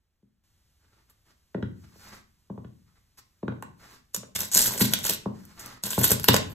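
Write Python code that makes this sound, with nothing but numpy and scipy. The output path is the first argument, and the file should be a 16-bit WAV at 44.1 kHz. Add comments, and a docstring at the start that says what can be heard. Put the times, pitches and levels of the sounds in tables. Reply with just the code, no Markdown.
"""Platform heels walk up over a tiled floor and tread twice on a heap of caramel popcorn, close to a phone.
Each low knock is a falling chirp through the floor slab plus dull noise ringing the hollow platform.
Grit ticks, then sugar shells snap: short noise bursts, sharp clicks and streams of tiny ringing fractures.
Jeans and soles brush softly in between, as uneven swells of grainy noise.
A small hard room adds echoes and boom, over faint rumble and hiss."""
import sys
import numpy as np
from scipy import signal
from scipy.fft import rfft, irfft
from scipy.io import wavfile

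SR = 44100
rng = np.random.default_rng(int(sys.argv[2]) if len(sys.argv) > 2 else 0)


def master(y):
    """Save y as 16-bit WAV."""
    cut = np.clip(np.atleast_2d(y).T, -1, 1)
    pcm = np.round(cut * 32767)  # scale
    wavfile.write(sys.argv[1], SR, pcm.astype(np.int16))


N = 288414
HZ = np.fft.rfftfreq(N, 1 / SR)
T = np.arange(N) / SR

# background air, colour of its low and high part: pitch_hz, level_db
AIR_RUMBLE = [(20, -9), (70, 3.5), (130, -6.5), (500, -24), (1500, -26), (15000, -36)]
AIR_HISS = [(100, -13.5), (5000, 2), (8000, -0.5), (13500, -2.5), (15500, -37)]
HUSH_END_S = 0.437  # the air is quieter until here

# low knocks through the floor: heel taps, a slab echo and a faint low bump:
# start_s, level_db, cutoff_hz (harder = higher), bass_db, clack_db
LOW_KNOCKS = [(.225, -56, 400, -4, -16), (1.544, -22, 634, -18, -9), (1.577, -28.5, 405, -14, -21),
              (1.955, -51, 700, -21, -33), (2.497, -31.5, 800, -1, -17), (3.4275, -24, 600, -15, -14.5),
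              (4.168, -39.5, 312, -1, -35), (4.808, -15, 360, -11, -34), (5.256, -22.5, 1020, -6, -31),
              (5.835, -36.5, 245, 3, -40)]
# platforms slapping down after the heel or rocking back:
# start_s, level_db, cutoff_hz, bass_db, clack_db
PLATFORM_SLAPS = [(1.624, -22, 517, 11, -3.5), (2.575, -32.5, 900, 4.5, -16),
                  (2.644, -35.5, 700, 12.5, -3.5), (3.478, -21, 710, 0.5, -4), (3.519, -35.5, 706, -29, -4),
                  (3.623, -32.5, 1100, -26, 7), (4.230, -38.5, 900, -31, 5), (5.976, -15, 1100, 4.5, -5),
                  (6.110, -18.5, 900, 14.5, 3.5), (6.285, -10, 1290, -0.5, -0.5),
                  (6.339, -15, 2110, -15, 6.5)]
# colour of the floor slab: pitch_hz, level_db
SLAB_COLOUR = [(30, -64), (60, -9), (100, 1.5), (160, 9), (280, 4), (400, 2), (560, -0.5), (700, -6.5),
               (1070, 0.5), (1280, -11.5), (3000, -15), (8000, -54)]
# resonances of the platform sole pressing on the tile: pitch_hz, width_hz, level_db
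SOLE_MODES = [(467, 277, 7), (605, 54, 3.5), (964, 216, 6.5), (1493, 200, 7.5), (1890, 200, -3),
              (3180, 2300, 4.5)]
# the low knocks ring the slab, a flat platform damps it
KNOCK_RING_DB, PLATFORM_RING_DB = 2.5, -41
# travel time of a 1 kHz bending wave, before a fifth of it is taken off every pitch's delay
KNOCK_TRAVEL_MS, PLATFORM_TRAVEL_MS = 5.33, 4.7

# cloth and soles brushing, one swell for each move of a leg: middle_s, length_s, level_db, treble_db
LEG_BRUSHES = [(0.925, 0.28, -61.5, -28), (1.097, 0.045, -55.5, -40), (1.293, 0.094, -57.5, -12),
               (1.898, 0.31, -59.5, -6.5), (2.076, 0.32, -46, -11), (2.898, 0.083, -62, -46),
               (2.979, 0.062, -54, -29), (3.188, 0.033, -49, 0.5), (3.89, 0.25, -47.5, -13),
               (5.492, 0.45, -51.5, -10.5), (5.67, 0.24, -40, -15.5)]
# colour of the cloth: pitch_hz, level_db
CLOTH_COLOUR = [(60, -2.5), (220, 1), (650, -5), (1300, 1.5), (3200, -6.5), (4800, 1.5), (13000, -3.5),
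                (16000, -6)]
CATCH_DB = 5  # how unevenly brushing fibres catch

# short bursts of crackle: grit ticking under the soles, then shells snapping:
# start_s, level_db, fade_ms, ring_pitch_hz
CRACKLE_BURSTS = [(1.098, -55.5, 11, 11400), (4.1455, -17.5, 4.35, 6760), (4.358, -26, 8.7, 7300),
                  (4.549, -4.5, 1.03, 7400), (4.5915, -4.5, 0.97, 7400), (4.6766, -18.5, 5, 7200),
                  (4.777, -25, 7.9, 8000), (4.9356, -6.5, 2.58, 3450), (5.096, -3.5, 1.1, 3290),
                  (5.594, -38, 19, 7000), (5.8368, -18, 1.6, 7600), (5.905, -25, 8.4, 7400),
                  (5.99, -19.5, 5.1, 12000), (6.033, -17, 9, 7540), (6.041, -9.5, 7.6, 11300),
                  (6.117, -4.5, 2.4, 12330), (6.242, -13, 2.2, 11600), (6.285, -4, 2.8, 3180),
                  (6.3423, -11.5, 2.5, 7800), (6.364, -12.5, 2.3, 3300)]
# colour of the crackle, clicks and snapping shells: pitch_hz, level_db
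CRACKLE_COLOUR = [(150, -8), (500, -19), (1000, -9), (2300, -9.5), (3400, -4), (4600, 1), (6000, 2.5),
                  (8000, 4), (10500, 2), (12500, 5.5), (15700, -1.5)]
# lone sharp clicks: a hard shoe tap, then snapping sugar: start_s, level_db
SHARP_CLICKS = [(3.625, -36.5), (4.164, -23), (4.3915, -21), (4.406, -18), (4.415, -23), (4.5203, -31.5),
                (4.552, -17.5), (4.567, -23), (4.608, -14), (4.8113, -19), (4.821, -26), (4.926, -27.5),
                (4.989, -27.5), (5.043, -19.5), (5.052, -17), (5.067, -21), (5.0827, -22.5), (5.136, -21.5),
                (5.147, -27), (5.453, -42), (5.661, -32.5), (5.956, -27), (6.081, -22), (6.1075, -12),
                (6.133, -18), (6.198, -22.5), (6.2332, -30), (6.3345, -21)]
# how packed the heap is; packed crumbs sound lower: time_s, grinding_against_snapping_db
HEAP_PACKING = [(4.35, -13.5), (4.6, -16), (4.75, -8.5), (5.1, -10.5), (6.23, -10.5), (6.29, 0)]
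# how fast the heap gives way under each press of the foot: time_s, fracture_level_db
TOUCH_PRESS = [(4.35, -37), (4.362, -26.5), (4.38, -44.5), (4.393, -33.5), (4.42, -32.5), (4.455, -38),
               (4.49, -55)]
FIRST_PRESS = [(4.515, -35.5), (4.565, -20.5), (4.62, -22.5), (4.686, -30.5), (4.705, -37.5), (4.78, -36),
               (4.817, -23), (4.90, -41.5), (5.029, -47), (5.06, -26.5), (5.139, -35.5), (5.19, -84)]
SECOND_PRESS = [(5.837, -38.5), (5.861, -32.5), (5.896, -43.5), (5.919, -27.5), (5.968, -44), (5.998, -32),
                (6.117, -24.5), (6.16, -46.5), (6.229, -57)]
STAMP_PRESS = [(6.278, -52), (6.285, -15.5), (6.311, -54.5), (6.352, -39), (6.41, -70), (6.53, -56)]
CLUMP_DB = 3.1  # how far the heap's fractures bunch together

# how long the room's echoes take to drop by 60 dB: pitch_hz, decay_s
ECHO_DECAY = [(100, 1.35), (250, 0.6), (600, 0.27), (1500, 0.42), (4000, 0.32), (8000, 0.28), (15000, 0.05)]
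# strength of the echoes: pitch_hz, level_db
ECHO_LEVEL = [(60, 2), (130, -7), (260, -2.5), (600, -6), (8000, -7.5), (15000, -3)]
# standing waves of the room: pitch_hz, level_db, decay_s (a drop of 60 dB)
STANDING_WAVES = [(94.5, -54, 0.63), (122.96, -48, 0.36), (206.4, -52, 0.14), (249.1, -52, 0.22)]
# echo that the two microphone ports do not share: pitch_hz, level_db
UNSHARED_ECHO = [(80, -17.5), (300, -1.5), (1000, 3), (3500, 3.5), (7000, -4), (9800, -34), (12500, -8.5)]
# how far the left port leads the right: pitch_hz, lead_radians
PORT_LEAD = [(0, 0), (400, -.2), (1150, -.7), (1700, .1), (2400, 1.5), (3100, .8), (4400, 2), (5400, 4.3),
             (6500, 6), (7400, 6.5), (9750, 9.42), (11800, 12.3), (12700, 12.8), (15000, 15.7), (16000, 16)]
# how much louder the left port is than the right: pitch_hz, difference_db
PORT_LEVEL = [(60, -0.77), (150, 2.3), (600, 0.029), (1500, -1.7), (7000, 0)]
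TOP_HZ = 15750  # the phone cuts everything above


def undb(db):
    """Decibels to gain."""
    return 10 ** (np.asarray(db) / 20)


def along(points, hz):
    """Read (pitch, value) points, evenly spaced by octave rather than by hertz."""
    pitch, value = np.transpose(points)
    return np.interp(np.log(hz + 1), np.log(pitch), value)


def colour(x, points):
    """Filter that never sounds ahead of its input and keeps the power of white noise."""
    gain = undb(along(points, HZ))
    level_gain = gain / np.sqrt(np.mean(gain ** 2))
    # folding the cepstrum forward in time keeps the filter from ringing early
    cepstrum = irfft(np.log(level_gain), N)
    cepstrum[1:N // 2] *= 2
    cepstrum[N // 2 + 1:] = 0
    return irfft(rfft(x) * np.exp(rfft(cepstrum)), N)


def add(track, s, x):
    """Mix x into the track from time s on."""
    i = int(s * SR)
    track[i:i + len(x)] += x[:N - i]


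def resonance(hz, centre, width):
    """Response of one ringing mode, 1 at its centre."""
    return 1j * hz * width / (centre ** 2 - hz ** 2 + 1j * hz * width)


def waver(per_s):
    """Random values joined by straight lines, so many a second."""
    return np.interp(T * per_s, np.arange(N), rng.standard_normal(N))


def air(rumble_db=-70, hiss_db=-76, rumble_hush_db=-7, hiss_hush_db=-18, side_db=-13):
    """Faint rumble and hiss of coloured noise, both quieter for the first moment."""
    hush = T < HUSH_END_S
    rumble = colour(rng.standard_normal((2, N)), AIR_RUMBLE) * undb(rumble_db + rumble_hush_db * hush)
    hiss = colour(rng.standard_normal((2, N)), AIR_HISS) * undb(hiss_db + hiss_hush_db * hush)
    mid, side = (rumble + hiss) * undb([[0], [side_db]])
    return np.array([mid + side, mid - side])


def floor_knocks(knocks, ring_db, travel_ms, bass_hz=170, gain_db=0, ring_hz=207, ring_width_hz=42,
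                 ring_spread=0.11, scatter_db=-29, scatter_ms=7):
    """High bending waves cross the slab faster than low ones, so each knock arrives as a falling chirp."""
    out, size = np.zeros(N), 16384
    hz, ms = np.fft.rfftfreq(size, 1 / SR), np.arange(size) * 1000 / SR
    khz = hz / 1000
    # the fastest waves arrive at the knock's time
    travel = np.exp(-2j * np.pi * travel_ms * (2 * np.sqrt(khz) - .2 * khz))
    for s, db, cutoff_hz, weight_db, _ in knocks:
        softness = 1 / np.sqrt(1 + (hz / cutoff_hz) ** 7)
        bass_db = weight_db / (1 + (hz / bass_hz) ** 2)
        wave = travel * softness * undb(along(SLAB_COLOUR, hz) + bass_db)
        # every knock rings at its own pitch and gets its own reflections from the edges
        spot_hz = ring_hz * (1 + ring_spread * rng.uniform(-1.1, 1))
        ring = undb(ring_db) * resonance(hz, spot_hz, ring_width_hz)
        fade = np.exp(-ms / scatter_ms)
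        scatter = rfft(rng.standard_normal(size) * fade * (1 - fade)) * undb(scatter_db)
        knock = irfft(wave * (1 + ring + scatter))[:size // 2]
        plain_peak = np.abs(irfft(wave)).max()
        add(out, s, knock / plain_peak * undb(db + gain_db))
    return out


def sole(x):
    """Breaks and knocks under the platform ring it like a hollow block."""
    response = sum(undb(db) * resonance(HZ, hz, width) for hz, width, db in SOLE_MODES)
    return irfft(rfft(x) * response, N)


def clacks(knocks, gain_db=-3, fade_s=0.0033, lag_s=0.001957, soft_hz=1500, scrape_db=-19,
           scrape_s=0.0097):
    """Each knock comes with dull noise ringing the hollow platform, and a weaker scrape that fades slower."""
    out, t = np.zeros(N), T[:4096]
    shape = np.exp(-t / fade_s) + undb(scrape_db) * np.exp(-t / scrape_s)
    for s, db, *_, clack_db in knocks:
        add(out, s + lag_s, rng.standard_normal(len(t)) * shape * undb(db + gain_db + clack_db))
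    ratio = HZ / soft_hz
    dull = irfft(rfft(out) / (1 + 1j * ratio - ratio ** 2), N)
    return sole(dull)


def fractures(per_s, spread_db, ring_ms, top_hz, kernel_share=0, kernels_per_s=90):
    """A stream of tiny ringing breaks, many weak and a few strong, brought to an rms of 1."""
    when, pitch, size, turn, member = rng.random((int(per_s * N / SR), 5)).T
    # a share of the breaks rings near the pitch of the kernel that gives way
    kernel = rng.random(N)[(when * T[-1] * kernels_per_s).astype(int)]
    pitch = np.where(member < kernel_share, .9 * kernel + .1 * pitch, pitch)
    size = undb(spread_db * np.minimum(-np.log(1 - size), 4))
    k = np.arange(96)  # samples in one break
    fade = np.exp(-k * 1000 / (ring_ms * SR))
    ring = np.cos(2 * np.pi * (turn[:, None] + pitch[:, None] * top_hz * k / SR))
    grains = size[:, None] * fade * ring
    places = (when * N).astype(int)[:, None] + k
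    out = np.bincount(places.ravel(), grains.ravel(), N)[:N]
    return out / out.std()


def brushes(split_hz=3000, gain_db=-2, catches_per_s=45):
    """Fibres and grit catch and slip in soft, uneven swells."""
    grit = colour(fractures(per_s=7000, spread_db=0.5, ring_ms=0.088, top_hz=15700), CLOTH_COLOUR)
    low = irfft(rfft(grit) / (1 + (HZ / split_hz) ** 2), N)
    # the treble wavers half as far as the rest
    high = (grit - low) * undb(CATCH_DB / 2 * waver(catches_per_s))
    low = low * undb(CATCH_DB * waver(catches_per_s))
    out = np.zeros(N)
    for s, length, db, treble_db in LEG_BRUSHES:
        on = np.abs(T - s) < length / 2
        swell = np.cos(np.pi * (T[on] - s) / length) * undb(db + gain_db)
        out[on] += swell * (low[on] + undb(treble_db) * high[on])
    return out


def packing(s):
    """How packed the heap is at time s, in dB of grinding against snapping; held level outside the table."""
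    return np.interp(s, *np.transpose(HEAP_PACKING))


def crackle(gain_db=-2, hollow_db=2, ring_db=4, ring_width=0.35, swell_db=-22, swell_ms=4.8,
            rise_ms=0.17):
    """Each crack is a short ringing noise burst with a faint swell into it, plus a part for the hollow sole."""
    bright, hollow = np.zeros(N), np.zeros(N)
    ms, hz, lead_ms = np.arange(4096) * 1000 / SR, np.fft.rfftfreq(4096, 1 / SR), 12
    age = np.abs(ms - lead_ms)
    swell = undb(swell_db) * np.exp(-age / swell_ms)
    for s, db, fade_ms, ring_hz in CRACKLE_BURSTS:
        crack = np.exp(-age / fade_ms) * (1 - np.exp(-age / rise_ms))
        shape = np.where(ms < lead_ms, swell, crack)
        burst = rng.standard_normal((2, len(ms))) * shape * undb(db + gain_db)
        ring = 1 + undb(ring_db) * resonance(hz, ring_hz, ring_width * ring_hz)
        start = s - lead_ms / 1000
        add(bright, start, irfft(rfft(burst[0]) * ring) / np.sqrt(np.mean(np.abs(ring) ** 2)))
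        add(hollow, start, burst[1] * undb(packing(s) + hollow_db))
    return np.array([bright, hollow])


def sharp_clicks(gain_db=0, fade_ms=0.36, hollow_db=-3):
    """A hard tap or a snap of sugar is one very short click of noise, which also reaches the sole."""
    bright, hollow = np.zeros(N), np.zeros(N)
    ms = np.arange(128) * 1000 / SR
    for s, db in SHARP_CLICKS:
        click = rng.standard_normal(len(ms)) * np.exp(-ms / fade_ms)
        # every click gets the same energy before its level
        click = click / np.sqrt(np.sum(click ** 2) * ms[1]) * undb(db + gain_db)
        add(bright, s, click)
        add(hollow, s, click * undb(packing(s) + hollow_db))
    return np.array([bright, hollow])


def ticks_and_snaps():
    """Bursts and clicks sound brightly through the air and hollow through the sole."""
    bright, hollow = crackle() + sharp_clicks()
    return colour(bright, CRACKLE_COLOUR) + sole(hollow)


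def crunch(shell_db=0.0, crumb_db=-3, thump_db=-9):
    """Avalanches of fractures swell and die under the sole; packed crumbs grind lower and shake the floor."""
    press_gain = np.zeros(N)
    for press in (TOUCH_PRESS, FIRST_PRESS, SECOND_PRESS, STAMP_PRESS):
        level_db = np.interp(T, *np.transpose(press), left=np.nan, right=np.nan)
        press_gain += np.nan_to_num(undb(level_db))  # silent outside the press
    # one break sets off its neighbours, so the fractures come in clumps
    clumps = press_gain * undb(CLUMP_DB * waver(150))
    snaps = clumps * fractures(per_s=1100, spread_db=0.5, ring_ms=0.11, top_hz=16100, kernel_share=.55)
    crumbs = fractures(per_s=1300, spread_db=4.5, ring_ms=0.54, top_hz=5170, kernel_share=.55)
    grind = clumps * undb(packing(T)) * crumbs
    shells = colour(snaps, CRACKLE_COLOUR) * undb(shell_db)
    thump = colour(grind, SLAB_COLOUR) * undb(thump_db)
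    return shells + sole(grind) * undb(crumb_db) + thump


def echoes(gap_s=0.0014, build_s=0.0013):
    """Dense reflections off tiles and walls, each octave fading at its own rate."""
    t = T[:SR]
    hz, noise = np.fft.rfftfreq(SR, 1 / SR), rfft(rng.standard_normal(SR))
    octaves = np.log2(62.5) + np.arange(9)
    build = np.clip((t - gap_s) / build_s, 0, 1)
    out = np.zeros(SR)
    for centre, pick in zip(2 ** octaves, np.eye(len(octaves))):
        fade = np.exp(-np.log(1000) * t / along(ECHO_DECAY, centre)) * build
        band = irfft(noise * np.interp(np.log2(hz + 1), octaves, pick), SR)
        out += band * fade / np.sqrt(np.sum(fade ** 2)) * undb(along(ECHO_LEVEL, centre))
    return out


def room(x):
    """Direct sound, echoes and standing waves; part of the echo differs between the ports."""
    t = T[:SR]
    boom = np.zeros(SR)
    for hz, db, decay_s in STANDING_WAVES:
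        boom += undb(db) * np.sin(2 * np.pi * hz * t) * np.exp(-np.log(1000) * t / decay_s)
    mid = x + signal.fftconvolve(x, echoes() + boom)[:N]
    unshared = irfft(rfft(echoes(), N) * undb(along(UNSHARED_ECHO, HZ)), N)[:SR]
    side = signal.fftconvolve(x, unshared)[:N]
    return np.array([mid + side, mid - side])


def scene():
    """All sources in the room, as they reach the two ports."""
    begun = T > .1  # only the air sounds before this
    ending = np.minimum((T[-1] - T) / .01, 1)  # short fade-out
    low_knocks = floor_knocks(LOW_KNOCKS, KNOCK_RING_DB, KNOCK_TRAVEL_MS)
    platforms = floor_knocks(PLATFORM_SLAPS, PLATFORM_RING_DB, PLATFORM_TRAVEL_MS)
    steps = low_knocks + platforms + clacks(LOW_KNOCKS + PLATFORM_SLAPS)
    close_sounds = steps + brushes() + ticks_and_snaps() + crunch()
    left, right = (room(close_sounds * begun) + air()) * ending
    # each port takes half of the lead and half of the level difference
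    half_lead = np.exp(.5j * np.interp(HZ, *np.transpose(PORT_LEAD)))
    lead = half_lead * undb(along(PORT_LEVEL, HZ) / 2)
    return irfft(np.array([rfft(left) * lead, rfft(right) / lead]), N)


def record(dry):
    """The phone clips the hardest peaks and cuts the top."""
    clipped = np.clip(dry, -1, 1)
    top_cut = signal.ellip(10, .2, 70, TOP_HZ, fs=SR, output="sos")
    return signal.sosfilt(top_cut, clipped)


dry = scene()
out = record(dry)
master(out)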